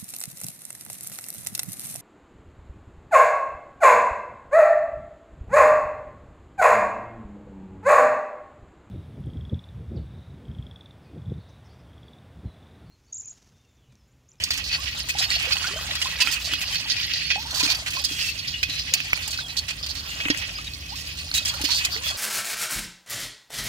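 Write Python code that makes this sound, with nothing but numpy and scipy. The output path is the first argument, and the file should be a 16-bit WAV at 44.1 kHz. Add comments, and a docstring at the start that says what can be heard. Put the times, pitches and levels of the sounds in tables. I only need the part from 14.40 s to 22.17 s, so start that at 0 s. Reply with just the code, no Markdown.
"""Crabs, frogs and small fish crawl in a wet glazed pot, close below; traffic, birds and hiss lie behind.
From the start claws skid and tick: bursts of stick-slip grains and short modal rings excite the wall.
Bubbles pop from 0.4 s as decaying tones of rising pitch; soft blows ring the bottom from 1.9 s.
Bird trills, four arched chirps each, come at 2.2 and 4.1 s; air gulps as bending tones at 4.5 and 6.5 s.
The hardest taps fall at 4.5 and 4.7 s, the strongest thud at 5.9 s; the crawling lasts to the end."""
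import sys
import numpy as np
from scipy import signal
from scipy.fft import rfft, irfft, next_fast_len
from scipy.io import wavfile

SR = 44100
rng = np.random.default_rng(int(sys.argv[2]) if len(sys.argv) > 2 else 0)


def master_out(mix):
    """Clip the mix to full scale and print it as 16-bit PCM to the path in sys.argv[1]."""
    frames = np.transpose(np.atleast_2d(mix))
    ceiling = np.clip(frames, -1, 1)
    pcm = np.round(ceiling * 32767).astype(np.int16)
    wavfile.write(sys.argv[1], SR, pcm)


N = 342657


def amp(db):
    """Level definition: decibels to amplitude ratio."""
    return 10 ** (np.asarray(db) / 20)


def rms_one(x):
    """Normalisation to unit effective value along the last axis."""
    return x / np.sqrt(np.mean(x ** 2, axis=-1, keepdims=True) + 1e-20)


def sides(pan_db):
    """Intensity stereo: left and right gains for a level difference, positive to the left."""
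    return amp(np.array([pan_db / 2, -pan_db / 2]))


def drift(corner_hz):
    """Low-pass random process: noise through a double pole, scaled to unit spread."""
    step = 20   # samples between draws
    r = np.exp(-2 * np.pi * step * corner_hz / SR)
    draws = rng.standard_normal(N // step + 2002)
    slow = signal.lfilter([1], [1, -2 * r, r * r], draws)[2000:]   # without the settling
    return np.interp(np.arange(N) / step, np.arange(len(slow)), rms_one(slow))


def coloured(x, spectrum):
    """Spectral shaping: multiplies the Fourier transform by a gain curve over log frequency."""
    hz, level_db = np.transpose(spectrum)
    size = next_fast_len(N)
    bins_hz = np.arange(size // 2 + 1) * SR / size
    gain = amp(np.interp(np.log(bins_hz + 1), np.log(hz), level_db))
    return irfft(rfft(x, size) * gain, size)[..., :N]


def resonance(x, hz, width_hz):
    """Damped resonator: a pole pair sets frequency and bandwidth, with gain 1 at the top."""
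    r = np.exp(-np.pi * width_hz / SR)
    zeros = [(1 - r * r) / 2, 0, (r * r - 1) / 2]
    poles = [1, -2 * r * np.cos(2 * np.pi * hz / SR), r * r]
    return signal.lfilter(zeros, poles, x)


def add(out, s, piece):
    """Superposition: mixes a piece in from time s."""
    i = round(s * SR)
    out[..., i:i + piece.shape[-1]] += piece[..., :N - i]


def highpass(x, order, corner_hz):
    """Butterworth high-pass: maximally flat above its corner."""
    return signal.sosfilt(signal.butter(order, corner_hz, "high", fs=SR, output="sos"), x)


def glides(table, waver_db):
    """Frequency modulation: tones bend along a parabola through three pitches, with a wavering level."""
    out = np.zeros(N)
    for s, length, start_hz, middle_hz, end_hz, level_db in table:
        u = np.linspace(0, 1, round(length * SR))
        hz = np.polyval(np.polyfit([0, .5, 1], [start_hz, middle_hz, end_hz], 2), u)
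        tone = np.sin(2 * np.pi * np.cumsum(hz) / SR)
        soft_ends = signal.windows.tukey(len(u), .4)
        add(out, s, np.sqrt(2) * amp(level_db) * soft_ends * tone)
    return out * amp(waver_db * drift(56)) * sides(-1.0)[:, None]


def pops(rows):
    """Damped sliding oscillators; rows of t/s, level/dB, f/Hz at 10 ms, rise/(oct/s), t60/s, pan/dB."""
    out = np.zeros((2, N))
    for s, peak_db, hz, rise, t60, pan_db in rows:
        u = np.arange(round(t60 * SR) + 2) / SR
        turns = np.cumsum(hz * 2 ** (rise * (u - .01))) / SR
        shape = (1 - np.exp(-u / 0.00028)) * amp(peak_db - 60 * u / t60)
        add(out, s, sides(pan_db)[:, None] * shape * np.sin(2 * np.pi * turns))
    return out


def steady_db(t):
    """Piecewise-linear levels of rattle, knocking, scratch and fizz of the crawling heap at times t."""
    # the crawling heap: t/s, bustle level/dB, wet knocking level/dB
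    heap = [(0.0, -34, -53), (0.69, -36.5, -49), (1.02, -30, -42.5), (1.21, -33, -40), (2.44, -32.5, -49.5),
            (2.75, -31, -57), (2.94, -32, -60), (3.18, -35.5, -40), (4.22, -35.5, -59), (4.78, -35, -47.5),
            (5.04, -42.5, -53), (5.26, -41.5, -54), (5.43, -41, -52), (5.84, -36, -43.5),
            (5.99, -33.5, -47.5), (6.32, -41.5, -58.5), (6.79, -37.5, -55.5), (7.16, -35.5, -43.5),
            (7.4, -30, -45.5), (7.77, -38, -41.5)]
    s, bustle_db, wet_db = np.transpose(heap)
    bustle_db, wet_db = np.interp(t, s, bustle_db), np.interp(t, s, wet_db)
    # fizz takes a share from the bustle, the rest from the wet knocking
    from_bustle = 0.58
    fizz_db = -3 + from_bustle * bustle_db + (1 - from_bustle) * wet_db
    return np.array([bustle_db - 1.5, wet_db, bustle_db - 0.5, fizz_db])


def at_random(per_s, column, above_db, low_hz, octaves, rises, t60s):
    """Poisson process: rows for pops at chance moments, whose level follows one steady layer."""
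    chance = rng.random((1200, 6))
    starts = np.cumsum(-np.log(1 - chance[:, 0])) / per_s
    levels_db = steady_db(starts)[column] + above_db
    rows = []
    for s, level_db, (a, b, c, d, e) in zip(starts, levels_db, chance[:, 1:]):
        if s < N / SR:
            hz = low_hz * 2 ** (octaves * b)
            rise, t60 = np.interp(c, [0, 1], rises), np.interp(d, [0, 1], t60s)
            rows.append((s, level_db - 3.7 * a, hz, rise, t60, 2 - 9.7 * e))
    return rows


def left_late(x):
    """Arrival-time difference: the pot is nearer the right, so the left lags by a wandering delay."""
    mean_lag_s, wander = 0.0002114, 0.44   # wander as a share of the mean
    lag = mean_lag_s * SR * (1 + wander * drift(0.81))
    return np.array([np.interp(np.arange(N) - lag, np.arange(N), x[0]), x[1]])


def hiss():
    """Uncorrelated noise: a faint even treble hiss, independent on the two sides."""
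    return amp(-51.5) * highpass(rng.standard_normal((2, N)), 2, 2900)


def traffic():
    """Filtered noise: a low rumble nearly alike on both sides, with narrow bands as wavering engine tones."""
    # traffic rumble spectrum: f/Hz, relative level/dB
    rumble_spectrum = [(16, -38), (28, -26.5), (50, 3), (105, -1.5), (118, -5), (147, -4), (227, -16),
                       (282, -9.5), (307, -17.5), (489, -25.5), (557, -22), (756, -26.5), (900, -37),
                       (1170, -20.5), (1980, -120)]
    # engine tones: f/Hz, bandwidth/Hz, level/dB ahead of the high-pass
    engine_tones = [(57.9, 2.5, -48.5), (72.8, 8.8, -47.5), (149, 5.7, -56)]
    mid, side = coloured(rng.standard_normal((2, N)), rumble_spectrum)
    rumble = amp(-44) * rms_one(mid + amp(-15.5) * side * np.array([[1], [-1]]))
    drone = np.zeros(N)
    for hz, width_hz, level_db in engine_tones:
        drone += amp(level_db) * rms_one(resonance(rng.standard_normal(N), hz, width_hz))
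    return highpass(rumble + drone, 4, 50)


def birds():
    """Frequency-modulated whistles: single calls, and trills of four arched chirps."""
    # single calls: t/s, length/s, start f/Hz, middle f/Hz, end f/Hz, level/dB ahead of waver
    bird_calls = [(0, 0.027, 2950, 3040, 3000, -37.5), (.553, 0.047, 4160, 3480, 2470, -39.5),
                  (1.32, 0.13, 3000, 3160, 3400, -40), (2.675, 0.064, 3350, 3750, 4360, -43),
                  (4.14, 0.025, 3330, 3430, 3580, -41.5), (4.985, 0.1, 4150, 3410, 3240, -38.5),
                  (6.148, 0.044, 4700, 5000, 4770, -36.5), (6.263, 0.022, 3750, 3780, 3780, -39),
                  (7.315, 0.034, 5150, 4560, 4000, -32.5), (7.41, 0.078, 2750, 3050, 3150, -38.5),
                  (7.52, 0.035, 5060, 4630, 4320, -34.5)]
    # trills: t/s, chirp spacing/s, level/dB ahead of waver
    bird_trills = [(2.174, 0.027, -36), (4.134, 0.021, -34.5)]
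    chirp_s, start_hz, middle_hz, end_hz = 0.02, 2650, 2900, 2770
    chirps = []
    for s, gap, level_db in bird_trills:
        for k in range(4):
            chirps.append((s + k * gap, chirp_s, start_hz, middle_hz, end_hz, level_db))
    return glides(list(bird_calls) + chirps, waver_db=3.5)


def thuds():
    """Modal impulse response: a body's soft blow rings the low modes of the bottom."""
    # bodies landing on the bottom: t/s, blow level/dB
    landings = [(1.888, -39), (2.126, -33), (3.233, -24), (3.262, -29), (3.712, -32.5), (4.29, -37.5),
                (5.857, -25.5), (5.901, -13.5), (7.208, -31), (7.239, -23.5)]
    # modes of the pot's bottom: f/Hz, relative level/dB, t60/s
    bottom_modes = [(294, 0.5, 0.066), (400, -16.5, 0.042), (510, -20, 0.066), (168, -35, 0.027)]
    out, u = np.zeros(N), np.arange(SR // 4) / SR
    ring = sum(amp(level_db - 60 * u / t60) * np.sin(2 * np.pi * hz * u)
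               for hz, level_db, t60 in bottom_modes)
    for s, blow_db in landings:
        add(out, s, amp(blow_db) * ring)
    return out


def gulps():
    """Rising air tones: air gulps out from under a body as its pitch bends upward."""
    # gulps: t/s, length/s, start f/Hz, middle f/Hz, end f/Hz, level/dB ahead of waver
    air_gulps = [(4.515, 0.062, 480, 631, 890, -54), (6.506, .052, 746, 890, 1310, -45.5)]
    return glides(air_gulps, waver_db=5.0)


def bubbles():
    """Bubble resonance: pitch rises as a bubble nears the surface; small ones follow the knocking."""
    # large bubbles: t/s, peak level/dB ahead of pan, f/Hz at 10 ms, t60/s
    large_bubbles = [(0.384, -36, 1094, 0.21), (0.751, -26, 825, 0.068), (0.806, -29.5, 767, 0.077),
                     (.963, -32, 700, 0.059), (1.073, -34.5, 513, 0.14), (1.243, -23.5, 1460, 0.15),
                     (1.309, -40, 391, 0.24), (1.36, -30.5, 636, 0.11), (1.657, -25, 1056, 0.067),
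                     (1.817, -30, 1000, 0.1), (1.873, -25, 1400, 0.073), (2.317, -40, 1100, .08),
                     (2.456, -35.5, 905, 0.045), (2.959, -24, 790, 0.065), (2.979, -28.5, 847, 0.11),
                     (3.053, -34, 914, 0.13), (3.118, -43, 770, .18), (3.158, -35.5, 815, .094),
                     (3.208, -28, 1010, 0.11), (3.569, -25.5, 1060, 0.081), (4.878, -33, 880, 0.039),
                     (4.989, -18.5, 1560, 0.038), (6.186, -27.5, 1260, .051), (7.141, -27, 1430, .049),
                     (7.195, -35, 842, 0.12), (7.288, -29.5, 950, 0.099), (7.558, -37, 433, 0.2)]
    rise_oct_per_s, pan_db = 6.3, -4
    large = [(s, peak_db, hz, rise_oct_per_s, t60, pan_db) for s, peak_db, hz, t60 in large_bubbles]
    small = at_random(75, column=1, above_db=8.5, low_hz=556, octaves=1.8,
                      rises=(0, 9.), t60s=(.015, .055))
    return pops(large + small)


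def crackles():
    """Film rupture: films of water burst between legs as bright, fast-damped clicks that follow the fizz."""
    return pops(at_random(36, column=3, above_db=19, low_hz=2975, octaves=2.24,
                          rises=(-9., 9.), t60s=(.005, .011)))


def squeaks():
    """Frictional oscillation: slipping wet shells squeak, bending up or down, and follow the scratch."""
    return pops(at_random(70, column=2, above_db=4, low_hz=1916, octaves=1.7,
                          rises=(-6., 6.), t60s=(.015, .08)))


def taps():
    """Impact excitation: a hard claw tip on a shell gives two damped tones and a burst of crackle."""
    # claw taps, many of them at the start of a skid:
    # t/s, level/dB ahead of tap_db, shell note f/Hz, knock re note/dB, left-right level/dB
    claw_taps = [(0.0386, -9.5, 4750, -27, -1), (0.1072, -10.5, 4700, -17.5, 0),
                 (0.9038, -10, 4460, -17, -1), (1.123, -13, 4500, -8, -2), (1.1687, -13, 2900, -20, -7),
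                 (1.5128, -15, 3870, -18, 0), (1.8731, -14, 2470, -16, -12), (2.136, -11.5, 3270, -11, -6),
                 (2.2149, -17, 2570, -20, -2), (2.3464, -17, 5400, -20, -3.5), (2.601, -14, 3200, -27, 0),
                 (2.737, -12, 4470, -26, 1), (3.6474, -20, 4200, -25, -1), (4.2298, -22, 2470, -34, -12),
                 (4.5386, -6, 6700, -36, 2), (4.6029, -17, 2590, -20, -8), (4.7316, -3, 2290, -12, -2.5),
                 (4.7756, -18, 2340, -20, -4.0), (4.976, -18, 4860, -23, -5), (5.173, -15, 4360, -29, -7),
                 (5.854, -19, 2730, -12, -8), (5.885, -13, 1990, -13, -3), (5.9464, -18.5, 1900, -20, -5),
                 (6.336, -23, 4310, -25, -8), (6.9146, -15.5, 4300, -12, -3), (6.94, -18, 4660, -20, -11),
                 (7.057, -10, 5300, -30, -1), (7.4503, -16, 4630, -14, -8), (7.564, -19, 2020, -16, -6)]
    tap_db, t60_s, bright_db, knock_hz = 2.5, 0.012, -15, 1500
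    out, u = np.zeros((2, N)), np.arange(SR // 40) / SR
    # differencing tilts the noise towards the treble
    crackle = np.diff(rng.standard_normal((len(claw_taps), 2, len(u) + 1)), axis=-1) / 2
    for (s, level_db, hz, knock_db, pan_db), burst in zip(claw_taps, crackle):
        note = np.sin(2 * np.pi * hz * u)
        knock = amp(knock_db) * np.sin(2 * np.pi * knock_hz * u)
        tap = note + knock + amp(bright_db) * burst
        shape = (1 - np.exp(-u / 0.00012)) * amp(level_db + tap_db - 60 * u / t60_s)
        add(out, s, sides(pan_db)[:, None] * shape * tap)
    return out


def grains():
    """Stick-slip friction: sparse random impulses of uneven size and sign that come in clumps."""
    per_s, spread_db, clump_db = 3000, 1.5, 2.5
    sizes = amp(spread_db * np.minimum(rng.exponential(1, N), 5)) * np.sign(rng.random(N) - .5)
    struck = rng.random(N) < per_s / SR
    return rms_one(sizes * struck * amp(clump_db * drift(21.5)))


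def skidding(touches):
    """Stick-slip bursts: returns power envelopes and onset ticks per layer, and ringing notes."""
    # skids: t/s, drag/s, reference level/dB, scratch re rattle/dB, fizz re level/dB, note f/Hz
    claw_skids = [(0.037, 0.004, -22.5, 26, -3, 4340), (0.105, 0.012, -22, 3.5, -8, 4370),
                  (0.134, 0.0077, -26, 5, -9, 4370), (0.175, 0.007, -31, 4, -5, 2610.0),
                  (0.239, 0.05, -30.5, 9, -10, 4400), (0.313, 0.045, -27.5, -3.5, -18, 4490),
                  (0.458, 0.03, -31, 0, -28, 2570), (0.687, 0.02, -27, 3, -4, 2530),
                  (0.785, 0.02, -24, 7, -8, 4020), (0.813, 0.033, -23.5, -1.5, -12, 5060.0),
                  (0.905, 0.056, -25, -0.5, -13, 4350), (1.013, 0.076, -30, -13, -28, 2520),
                  (1.109, 0.023, -25.5, 2, -15, 4360), (1.166, 0.0027, -37.5, -13, -27, 2900.0),
                  (1.196, 0.043, -31, 0, -26, 2860), (1.267, 0.0058, -39.5, 6, -5, 5200),
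                  (1.508, 0.0047, -27, -7, -14, 3850.0), (1.553, 0.0074, -28.5, 5, -6, 4480.0),
                  (1.615, 0.013, -23.5, 1.5, -9, 2850), (1.644, 0.0085, -28, 6, -12, 3820),
                  (1.803, 0.021, -20, 3.5, -9.5, 2615), (1.873, 0.027, -28, -8, -9, 3140),
                  (1.912, 0.031, -31, 3, -2, 4500), (2.044, 0.044, -30.5, 18, -9, 4520),
                  (2.115, 0.028, -26, -2, -10, 2900), (2.206, 0.021, -29.5, 1, -5, 2520),
                  (2.323, 0.033, -29.5, 4, -9, 3080), (2.379, 0.032, -35.5, 22, -25, 2920),
                  (2.497, 0.022, -22, 9.5, -17, 4900), (2.564, 0.047, -31.5, 0.5, -17, 2450),
                  (2.63, 0.024, -32.5, 18, -22, 4320.0), (2.737, 0.03, -32, 6, -29, 4340),
                  (2.903, 0.018, -23, -2, -29, 2450), (3.081, 0.033, -39, 6, -16, 4500),
                  (3.108, 0.0059, -28.5, 14, -8, 4300.0), (3.142, 0.04, -28.5, 15, -6, 4670),
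                  (3.195, 0.016, -26, 10, -6, 2460), (3.228, 0.034, -23, 4, -9.5, 4380),
                  (3.275, 0.053, -25, 9, -10, 2395), (3.346, 0.0066, -29, 10, -5, 4700),
                  (3.461, 0.022, -27, -4, -10, 4290.0), (3.504, 0.0095, -33.5, 8, -1, 2650),
                  (3.533, 0.064, -31, 5.5, -9, 2520.0), (3.639, 0.015, -26.5, 12, -4.5, 4740),
                  (3.685, 0.09, -34.5, 2, -5, 3270), (3.783, 0.12, -30.5, 4, -7.5, 2650),
                  (3.977, 0.023, -34, 13, -17, 4800), (4.073, 0.033, -38.5, 10, -13, 3300),
                  (4.229, 0.0064, -20, 5, -13, 2540.0), (4.294, 0.11, -33, 3.5, -11, 4060),
                  (4.537, 0.0036, -19, 4.5, -2.5, 4760.0), (4.575, 0.012, -32, 8, -17, 4400),
                  (4.602, 0.0043, -33, -1, -13, 2580.0), (4.73, 0.0081, -25.5, -4, -13, 2350.0),
                  (4.807, 0.043, -33.5, -1, -11, 3580), (4.877, 0.0027, -35, -3, 9, 2800),
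                  (4.906, 0.012, -34, 9, 3, 4370), (4.928, 0.018, -30.5, 3, -12, 4360.0),
                  (4.976, 0.035, -37, 4, -11, 4000), (5.082, 0.043, -36, 2, -12, 4070.0),
                  (5.167, 0.025, -24.5, 15, -9, 4420), (5.282, 0.027, -31, -1, -11, 2450),
                  (5.427, 0.016, -31.5, 9, -27, 3660), (5.462, 0.008, -31.5, 2, -7, 4800),
                  (5.488, 0.022, -31, 32, -12, 4400), (5.551, 0.052, -36.5, 11, -12, 4440.0),
                  (5.69, 0.06, -39, 2, -11, 2800), (5.801, 0.003, -30, -19, -27, 2280),
                  (5.852, 0.0044, -28, -21, -20, 1950), (5.882, 0.006, -30, -13, -24, 1890.0),
                  (5.901, 0.0056, -18.5, 4, -22, 1900), (5.972, 0.0036, -31, 0, 0, 2050.0),
                  (6.012, 0.036, -34, -17, -34, 1980), (6.243, 0.0069, -38, 5, -7, 4030.0),
                  (6.337, 0.011, -36.5, 16, -14, 4300.0), (6.555, 0.061, -39.5, 13, -3, 5150),
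                  (6.661, 0.024, -39.5, 20, -9, 4770), (6.769, 0.078, -43, 12, -3, 2730.0),
                  (6.939, 0.042, -25, 6.5, -2.5, 3900), (7.05, 0.046, -26.5, 3, -3.5, 3290.0),
                  (7.138, 0.006, -37, 0, -2, 2550), (7.214, 0.005, -29, 4, -2, 2900),
                  (7.241, 0.017, -25.5, 3.5, -6, 3080), (7.304, 0.036, -25.5, 8, -12, 4310.0),
                  (7.344, 0.053, -26, 24, -7, 4660), (7.448, 0.006, -21.5, 15, -4.5, 2530),
                  (7.507, 0.058, -36.5, 17, -11, 4570), (7.633, 0.08, -30.5, 2, -5, 3400)]
    t60_s, pan_db, attack_s, skid_db = 0.056, -4, 0.001166, 2
    burst_db, burst_t60_s, note_db, note_width_hz = -11.5, 0.053, -3, 60
    power, ticks, notes = np.zeros((4, 2, N)), np.zeros((4, 2, N)), np.zeros((2, N))
    pan = sides(pan_db)[:, None]
    for s, drag, level_db, bright_db, fizz_db, hz in claw_skids:
        # rattle and scratch together carry the reference power
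        rattle_db = level_db - 10 * np.log10(1 + amp(2 * bright_db))
        layers_db = [rattle_db, rattle_db - 16.5, rattle_db + bright_db, level_db + fizz_db]
        # short skids start hardest: the tick loses 2 dB per doubling of the drag
        tick_db = level_db + 10 - 2 * np.log2(drag / 0.011)
        tick_over_db = tick_db - max(layers_db)
        u = np.arange(round((drag + t60_s) * SR) + 2) / SR
        shape = (1 - np.exp(-u / attack_s)) * amp(-60 * np.maximum(u - drag, 0) / t60_s)
        gains = amp(np.array(layers_db))[:, None, None] * pan
        # the first touch is one sharp tick; the harder it is, the more the skid starts with a burst
        burst = amp(tick_over_db + burst_db - 60 * u / burst_t60_s)
        add(power, s, gains ** 2 * ((amp(skid_db) * shape) ** 2 + burst ** 2))
        add(ticks, s + attack_s, gains * amp(tick_over_db))
        # one mode near the claw answers more than the rest and rings on a little
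        slips = np.roll(touches[0], -round(s * SR))[:len(u)] * shape
        note = resonance(np.append(slips, np.zeros(SR // 50)), hz, note_width_hz)
        note *= np.sqrt(SR / np.pi / note_width_hz)   # makes up for the narrow band
        add(notes, s, pan * amp(level_db + note_db) * note)
    return power, ticks, notes


def wall_rings(contacts):
    """Modal resonance: the wall's modes answer the contacts with wandering strength."""
    # modes of the pot's wall: f/Hz, bandwidth/Hz, level/dB ahead of wander
    wall_modes = [(1925, 51, 4.5), (2555, 15.4, 12.5), (2836, 19, 1), (3290, 19, 8.5), (3880, 28, -24),
                  (4385, 36, 10), (4605, 33, 4), (4980, 116, 8.5), (5350, 67, -1)]
    rings = np.zeros((2, N))
    for k, (hz, width_hz, level_db) in enumerate(wall_modes):
        # the points of contact wander, so each mode comes and goes
        drive = contacts * amp(level_db + 2.8 * drift(13.7))
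        rings += (-1) ** k * resonance(drive, hz, width_hz)
    return rings


def scrabbling():
    """Source-filter principle: steady and skidding contacts in five bands excite the wall."""
    # spectrum of the contacts: f/Hz, relative level/dB
    contact_spectrum = [(240, -23), (400, -7), (467, -16), (1530, -5), (1930, -7.5), (2180, -4.5),
                        (2550, 0), (3580, -1.5), (4440, 1), (9760, -17.5), (13900, -7), (16000, -15)]
    # bands for rattle, knocking, scratch, lower and upper fizz: a row of low f/Hz, a row of high f/Hz
    band_edges = [1700, 500, 3300, 6500, 10000], [3300, 1700, 6500, 10000, 16500]
    t = np.arange(N) / SR
    steady = amp(steady_db(t))[:, None] ** 2 * sides(-3)[:, None] ** 2
    # the wall sends each side some contacts of its own
    shared = 0.25   # share of power
    touches = np.sqrt(shared) * grains() + np.sqrt(1 - shared) * np.array([grains(), grains()])
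    skids, ticks, notes = skidding(touches)
    contacts, out = coloured(touches, contact_spectrum), np.zeros((2, N))
    for k, edges in enumerate(zip(*band_edges)):
        layer = min(k, 3)
        band = signal.butter(3, edges, "band", fs=SR, output="sos")
        peak = np.abs(signal.sosfilt(band, signal.unit_impulse(200))).max()
        # many small movers make the steady part patchy, a skid less so
        patches_db = 2.5 * drift(22.0)
        power = steady[layer] * amp(2 * patches_db) + skids[layer] * amp(patches_db)
        sound = rms_one(signal.sosfilt(band, contacts)) * np.sqrt(power)
        sound += signal.sosfilt(band, ticks[layer] + 1e-18) / peak
        if k > layer:   # the upper fizz is weaker and more central
            sound *= amp(-6.5) * sides(5.5)[:, None]
        out += sound
    return amp(-1.5) * (out + wall_rings(out)) + notes


def scene():
    """Superposition: the delayed pot over the background sources."""
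    background = hiss() + traffic() + birds()
    pot = thuds() + gulps() + bubbles() + crackles() + squeaks() + taps() + scrabbling()
    return background + left_late(pot)


def record(dry):
    """Soft saturation rounds the loudest peaks; a steep low-pass at 16250 Hz cuts the top."""
    rounded = dry / (1 + np.abs(dry / .95) ** 6) ** (1 / 6)
    return signal.sosfilt(signal.cheby2(20, 70, 16250, fs=SR, output="sos"), rounded)


dry = scene()
out = record(dry)
master_out(out)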